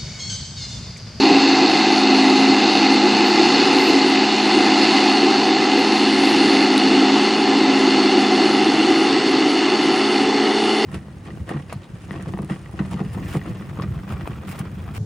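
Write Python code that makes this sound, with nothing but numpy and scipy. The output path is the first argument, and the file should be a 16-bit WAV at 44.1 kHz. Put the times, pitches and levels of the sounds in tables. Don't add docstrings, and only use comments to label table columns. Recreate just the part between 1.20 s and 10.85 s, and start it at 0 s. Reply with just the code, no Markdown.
import sys
import numpy as np
from scipy import signal
from scipy.fft import rfft, irfft, next_fast_len
from scipy.io import wavfile
from scipy.ndimage import uniform_filter1d, map_coordinates

SR = 44100
rng = np.random.default_rng(int(sys.argv[2]) if len(sys.argv) > 2 else 0)


def rack_gain(trim_db):
    fader = np.asarray(trim_db, float)
    return 10 ** (fader / 20)


def store_pcm(level_fs):
    pcm = np.round(np.clip(level_fs, -1, 1) * 32767).astype(np.int16)
    wavfile.write(sys.argv[1], SR, np.atleast_2d(pcm).T)


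N = 425565


def unit(x):
    return x / np.sqrt(np.mean(x ** 2) + 1e-20)


def curves(rows):
    s, *cols = np.transpose(rows)
    return [np.interp(np.arange(N) / SR, s, c) for c in cols]


def wobble(rate):
    at = np.arange(0, N + 64, 64)
    knots = rng.standard_normal(int(N * rate / SR) + 4)
    return np.interp(np.arange(N), at, map_coordinates(knots, [at * rate / SR]))


def humps(rows):
    s, half, *cols = np.transpose(rows)
    at = np.arange(0, N + 256, 256)
    bells = np.exp(-((at[:, None] / SR - s) / half) ** 2)
    return [np.interp(np.arange(N), at, bells @ c) for c in cols]


def faded(clear_db, fades):
    return clear_db - humps(fades)[0]


def receding(ratio):
    return (ratio > 16) * np.linspace(2, -3, N)


def filtered(x, response):
    m = next_fast_len(N + 8192)
    return irfft(rfft(x, m) * response(np.fft.rfftfreq(m, 1 / SR)), m)[:N]


def rush(spectrum, gate, patchy_db):
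    z = signal.stft(gate * rng.standard_normal(N), nperseg=256)[2]
    field = uniform_filter1d(rng.standard_normal(z.shape), size=3, axis=0)
    field = uniform_filter1d(field, size=24, axis=1)
    x = signal.istft(z * rack_gain(patchy_db * unit(field)), nperseg=256)[1][:N]
    f, *colours = np.transpose(spectrum)

    def coloured(db):
        return unit(filtered(x, lambda hz: rack_gain(np.interp(np.log(hz + 1), np.log(f), db))))

    first, last = coloured(colours[0]), coloured(colours[-1])
    return first + np.arange(N) / N * (last - first)


def tone(turns, db, drift):
    return np.sqrt(2) * rack_gain(db) * np.sin(2 * np.pi * (turns + rng.random()) + drift * wobble(6))


# (t/s, crank turns a second)
ENGINE_SPEED = [(0, 36.16), (.3, 36.05), (1.1, 35.12), (1.5, 35.4), (1.9, 35.25), (2.63, 36.1),
                (3.25, 35.35), (4.1, 35.5), (4.62, 35.58), (5.05, 36.35), (5.65, 34.8), (6.25, 36.0),
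                (6.65, 35.3), (7.3, 35.25), (7.64, 35.98), (7.9, 35.8), (8.85, 36.28), (9.65, 36.45)]


def crank_turns():
    return np.cumsum(curves(ENGINE_SPEED)[0]) / SR


def firing(crank, depth, bank):
    return 1 + depth * np.cos(2 * np.pi * 3 * crank) + bank * np.cos(np.pi * 3 * crank)


# (t/s, level/dB)
CROP_FEED = [(0.0, -21.5), (0.02, -19.5), (1.34, -20.5), (1.61, -19), (1.8, -21), (2.25, -19), (3.14, -21),
             (3.79, -19), (4.0, -21.5), (4.16, -21), (4.38, -22), (5.43, -21), (5.45, -22), (6.15, -22),
             (6.18, -23.5), (6.74, -22), (7.55, -23), (9.65, -24.5)]
LAYER_FOLLOWS = {"roar": (-21, 0.49), "rattle": (-24, 0.8), "chop": (-21.5, 0.98), "hiss": (-37, .95),
                 "spray": (-49, -.1)}


def fed(layer):
    feed_db, = curves(CROP_FEED)
    mean_db, share = LAYER_FOLLOWS[layer]
    return mean_db + share * (feed_db - feed_db.mean())


# (crank order, level/dB)
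ORDER_LEVELS = [(3, -57), (4, -47), (4.5, -54), (5, -52), (6, -28), (8, -31), (8.5, -43), (9, -25),
                (9.5, -38), (10, -29), (10.5, -34), (11, -30), (12, -40), (18, -53), (19, -44), (20, -44),
                (21, -34), (22, -34), (22.5, -38), (23, -41), (23.5, -39), (24, -46), (25, -44),
                (25.5, -45)]
# (t/s, level/dB)
ORDER_12_UNSHADED = [(0, -43), (7.65, -39), (7.9, -28.5), (8.75, -42), (9.05, -28.5), (9.65, -29.5)]
ORDER_FADES = {"order 6": (-25.5, [(.2, 0.46, 6), (1.52, 0.083, 2), (2.65, 0.37, 7), (3.6, 0.23, 2),
               (4.4, 0.34, 5), (5.25, 0.21, 5), (6.5, 0.44, 2.5), (8.1, 0.5, 11.5), (9, .6, 4)]),
               "order 9": (-24.5, [(.75, .15, 3), (1.25, .15, 4), (3.15, .25, 3), (5.1, 0.12, -1),
               (7.25, .15, 5), (7.7, 0.18, -5), (9.2, .5, 6.5)]), "order 10": (-25.5, [(.3, .5, 3),
               (1.55, .12, 4), (2.85, 0.57, 7), (4.5, 0.56, 13), (5.4, 0.37, 3), (6.3, 0.5, 9),
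               (7.7, 0.56, 10), (9.65, .4, 10)]), "order 11": (-26.5, [(.7, 0.35, 13), (1.7, 0.52, 14),
               (2.9, 0.25, 7), (3.6, 0.29, 10), (5.05, 0.19, 13), (7.75, .25, 5), (8.45, 0.14, 5)])}
PANEL_AND_ROAR_FADES = {"order 21": (-31, [(0, .25, 13), (2.9, .22, 13), (5.2, 0.46, 10), (6.5, 0.36, 8),
                        (8.3, .7, 10), (9.65, 0.54, 9)]), "order 22": (-32, [(1.7, 0.4, 2.1),
                        (2.15, .08, 9.2), (2.85, 0.26, 12), (5.4, 0.51, 9.8), (6.4, 0.29, 6),
                        (7.4, .3, 4.5), (8.35, 0.37, 16), (9.1, 0.41, 9)]),
                        "order 8": (-26.5, [(.75, 0.33, 7.6), (1.95, .25, 7.7), (3.15, .3, 9),
                        (4.25, 0.13, 12), (5.5, 0.54, 8), (7.1, .45, 12), (8.1, .3, 4), (8.9, 0.37, 15)]),
                        "roar": (.5, [(.85, 0.25, 1.4), (2.47, 0.11, 1.7), (3.2, 0.16, 4.5), (3.71, 0.2, 3),
                        (4.21, 0.14, 2.2), (8.41, 0.11, 1.8), (9.65, 0.19, 3.4)])}
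RATTLE_AND_ORDER_23_FADES = {"rattle": (0.45, [(3.05, 0.44, 1.6), (4.95, .12, 2), (8.3, .5, 0.73)]),
                             "order 23.5": (-33, [(.3, .7, 7), (1.85, .25, -5), (3.8, 0.55, 6), (5.5, .6, 9),
                             (7.6, 0.68, 9), (9.2, 0.63, 11)])}


def engine_hum(crank):
    fades = ORDER_FADES | PANEL_AND_ROAR_FADES | RATTLE_AND_ORDER_23_FADES
    own = {order: faded(*fades["order " + str(order)]) for order in (6, 8, 9, 10, 11, 21, 22, 23.5)}
    own[12] = curves(ORDER_12_UNSHADED)[0]
    hum = 0
    for order, db in ORDER_LEVELS:
        level_db = own[order] if order in own else db + receding(order) + 2 * wobble(3)
        hum = hum + tone(order * crank, level_db, drift=order / 60)
    return hum


# (f/Hz, level/dB per Hz)
ROAR_COLOUR = [(20, -42.5), (50, -44.5), (90, -34.5), (125, -26.5), (160, -16), (225, -10.5), (252, -7.5),
               (275, 1), (310, 1), (375, -3), (410, -7), (450, -10), (560, -18.5), (900, -120)]


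def exhaust_roar():
    level_db = fed("roar") + faded(*PANEL_AND_ROAR_FADES["roar"])
    return rack_gain(level_db) * rush(ROAR_COLOUR, 1, patchy_db=2.0)


# (f/Hz, level/dB per Hz at first, level/dB per Hz at last)
RATTLE_COLOUR = [(300, -120, -120), (507, -31, -30), (586, -16.5, -12.5), (693, -9.5, -7), (747, -1.5, 1),
                 (785, -0.3, -.3), (911, -4, -4.5), (903, -10, -9.5), (1096, -11, -8), (1153, -12.5, -10),
                 (1340, -12, -6.5), (1490, -16.5, -12.5), (1695, -20, -30.5), (2200, -120, -120)]


def panel_rattle(crank):
    level_db = fed("rattle") + faded(*RATTLE_AND_ORDER_23_FADES["rattle"])
    return rack_gain(level_db) * rush(RATTLE_COLOUR, firing(crank, depth=0.14, bank=0.045), patchy_db=0.56)


def turbo_whine():
    level_db = np.linspace(-64, -69, N) + 2 * wobble(1.5)
    return tone(9890 * np.arange(N) / SR, level_db, drift=6)


KNIFE, PADDLE, GEAR = 7.6, 3.434, 28.66
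# (multiple of paddle rate, level/dB)
BLOWER_LINES = [(2, -38), (3, -29), (4, -44), (5, -47), (6, -37), (8, -47)]
DRUM_AND_BLOWER_FADES = {"knife": (-17, [(.62, 0.2, 11.6), (1.52, 0.1, 10), (2.17, 0.37, 13),
                         (3.12, 0.079, 9.5), (3.6, 0.73, 7.5), (4.6, 0.39, 11), (5.4, 0.44, 3),
                         (6.15, 0.17, 11), (7.4, 0.56, 11), (8.7, 0.62, 11), (9.65, 0.35, 14)]),
                         "paddle": (-24.5, [(.1, 0.32, 5), (.85, 0.42, 16), (1.6, .25, 10), (2.3, .12, 21),
                         (3.13, 0.1, 11), (3.7, 0.45, 4.6), (4.5, .25, 7.4), (5.55, .25, 9), (6.3, .3, 4.7),
                         (7.55, 0.083, 8.7), (8.3, 0.31, 10), (9.2, .45, 16)]), "gear": (-37, [(1, .6, 7),
                         (1.75, .2, 12), (2.9, 0.12, 14), (4.5, 0.28, 6.4), (5.5, 0.38, 16), (7.3, .4, 16),
                         (8.35, .15, 12), (9.3, .5, 9)])}


def drum_and_blower(crank):
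    knife_db = faded(*DRUM_AND_BLOWER_FADES["knife"])
    paddle_db = faded(*DRUM_AND_BLOWER_FADES["paddle"])
    gear_db = faded(*DRUM_AND_BLOWER_FADES["gear"]) + 1.4 * wobble(8.9)
    lines = tone(KNIFE * crank, knife_db, drift=.35)
    lines += tone(2 * KNIFE * crank, knife_db - 27, drift=.7)
    for k, db in BLOWER_LINES:
        level_db = paddle_db if k == 3 else db + receding(k * PADDLE) + 2 * wobble(4)
        lines += tone(k * PADDLE * crank, level_db, drift=0.23)
    return lines + tone(GEAR * crank, gear_db, drift=1.2)


# (f/Hz, level/dB per Hz at first, level/dB per Hz at last)
KNIFE_COLOUR = [(900, -120, -120), (1415, -18, -20), (1510, -13.5, -15.5), (1736, -6.5, -6.5),
                (1840, -11, -10), (2068, -1, -3), (2260, -12, -12.5), (2560, -2.5, -10.5),
                (2760, -0.5, -4.5), (2925, -5.5, -4), (3285, -15.5, -15.5)]
CHUTE_COLOUR = [(3490, -7, -5.5), (3880, -5.5, -19.5), (3940, -8, -14.5), (4386, 1.1, -6.5),
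                (4414, 3, -2.5), (4450, -6, -3.5), (4860, -7, -19), (5070, -10, -13.5), (5450, -17, -19),
                (5900, -35.5, -37), (7000, -120, -120)]


def chopping(crank):
    gate = firing(crank, depth=0.13, bank=0.084)
    return rack_gain(fed("chop")) * rush(KNIFE_COLOUR + CHUTE_COLOUR, gate, patchy_db=0.78)


# (f/Hz, level/dB per Hz at first, level/dB per Hz at last)
HISS_COLOUR = [(4500, -120, -120), (5240, -5.5, -10), (5600, -3, -2.5), (5800, 0, -6.5), (6270, 3, -2.2),
               (6620, -6.5, -10.5), (6780, 1, -5), (7320, -8, -10), (7470, -4.5, -13), (8080, -11.5, -8.5),
               (8500, -23.5, -15), (9500, -120, -120)]


def crop_hiss(crank):
    return rack_gain(fed("hiss")) * rush(HISS_COLOUR, firing(crank, depth=0.15, bank=0.097), patchy_db=0.9)


# (f/Hz, level/dB per Hz at first, level/dB per Hz at last)
SPRAY_COLOUR = [(7650, -120, -120), (8060, -8, -4.5), (8180, -4.5, -2.5), (8870, 0, 0.2), (9420, -4, -1.5),
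                (9780, 1, -1), (10370, -2, -3.5), (10580, -14.5, -8.5), (11500, -120, -120)]
# (t/s, half length/s, spray gain/dB, chaff gain/dB)
CROP_SURGES = [(2.2, .14, 0.5, 9), (2.66, 0.25, 3, 13), (3.3, .15, 2, .1), (3.75, .25, 3, 5),
               (4.7, .2, .5, 5), (5.07, .1, 1.5, 5), (5.17, 0.32, 5, 8.5), (5.7, .25, 1.5, 2),
               (7.4, .6, 2, 1), (8.2, 0.27, 0.5, 2), (8.85, .2, 3.5, .1), (9.45, 0.24, 3.5, .1)]


def crop_spray(crank):
    level_db = fed("spray") + humps(CROP_SURGES)[0]
    return rack_gain(level_db) * rush(SPRAY_COLOUR, firing(crank, depth=0.097, bank=0.054), patchy_db=2.0)


# (f/Hz, level/dB per Hz)
CHAFF_COLOUR = [(9800, -120), (10500, -3), (11500, 0), (12500, -1), (13300, -4), (13600, -120)]


def dry_chaff():
    level_db = -62.5 + humps(CROP_SURGES)[1]
    return rack_gain(level_db) * rush(CHAFF_COLOUR, 1, patchy_db=6.0)


# (t/s, peak level/dB)
STONE_TICKS = [
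    (5.579, -18.5),
]


def stone_ticks():
    out, t = np.zeros(N), np.arange(300) / SR
    for s, db in STONE_TICKS:
        ring = 0
        for hz, share in ((9800, 1), (8500, .35), (11300, .1), (3950, 3.6)):
            ring = ring + share * np.sin(2 * np.pi * hz * t)
        crack = .12 * np.diff(rng.standard_normal(len(t) + 1))
        swell = (t / .0007 * np.exp(1 - t / .0007)) ** 2
        out[round(s * SR) - 30:][:len(t)] += rack_gain(db - 1.5) * swell * (ring + crack)
    return out


def scene():
    crank = crank_turns()
    engine = engine_hum(crank) + exhaust_roar() + panel_rattle(crank) + turbo_whine()
    crop = chopping(crank) + crop_hiss(crank) + crop_spray(crank) + dry_chaff()
    mono = engine + drum_and_blower(crank) + crop + stone_ticks()
    return np.array([mono, mono])


FRAME, GRID = 1024, 952
# (f/Hz, step level/dB)
TREBLE_STEP = [(6000, -50), (6800, -36), (7400, -29), (8200, -27.5), (10500, -27.5), (13500, -28)]


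def coarse_treble(x):
    burst = uniform_filter1d(filtered(x, lambda hz: (hz > 8500) & (hz < 13400)) ** 2, size=88)
    is_burst = 1. * (burst > 40 * np.median(burst))
    attack = np.clip(2 * uniform_filter1d(is_burst, size=176), 0, 1)
    n, k = np.arange(2 * FRAME)[:, None], np.arange(280, 640)
    window = np.sin(np.pi * (n + .5) / 2 / FRAME) * np.sqrt(2 / FRAME)
    basis = window * np.cos(np.pi / FRAME * (n + .5 + FRAME / 2) * (k + .5))
    lead = 2 * FRAME - GRID
    padded = np.pad(x * (1 - attack), (lead, 2 * FRAME - (N - GRID) % FRAME), "reflect")
    blocks = padded.reshape(-1, FRAME)
    lines = np.hstack([blocks[:-1], blocks[1:]]) @ basis
    hz, step_db = np.transpose(TREBLE_STEP)
    step = rack_gain(np.interp((k + .5) * SR / 2 / FRAME, hz, step_db))
    rounded = np.sign(lines) * step * np.floor(np.abs(lines) / step + .4)
    error = (rounded - lines) @ basis.T
    blocks[:-1] += error[:, :FRAME]
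    blocks[1:] += error[:, FRAME:]
    return blocks.ravel()[lead:][:N] + x * attack


def low_pass(x):
    return signal.sosfilt(signal.butter(12, 13420, fs=SR, output="sos"), x)


# (t/s, low f/Hz, high f/Hz, share)
SIDE_SLIPS = [
    (.292, 5170, 7000, 0.56),
    (3.636, 4130, 5800, 0.69),
    (5.935, 4130, 5300, .6),
    (8.628, 4130, 5300, .6),
]


def record(dry):
    overloaded = dry[0] / (1 + np.abs(dry[0] / 1.15) ** 6) ** (1 / 6)
    mono = coarse_treble(overloaded)
    t, side = np.arange(N) / SR, 0
    late = np.roll(mono, 4 * FRAME)
    for s, low_hz, high_hz, share in SIDE_SLIPS:
        frame = np.cos(np.pi * np.clip((t - s) * SR / 2 / FRAME, -.5, .5)) ** 2
        band = filtered(late, lambda hz: (hz > low_hz) & (hz < high_hz))
        side = side + 1.2 * share * frame * band
    return low_pass(mono + np.array([side, -side]))


dry = scene()
out = record(dry)
store_pcm(out)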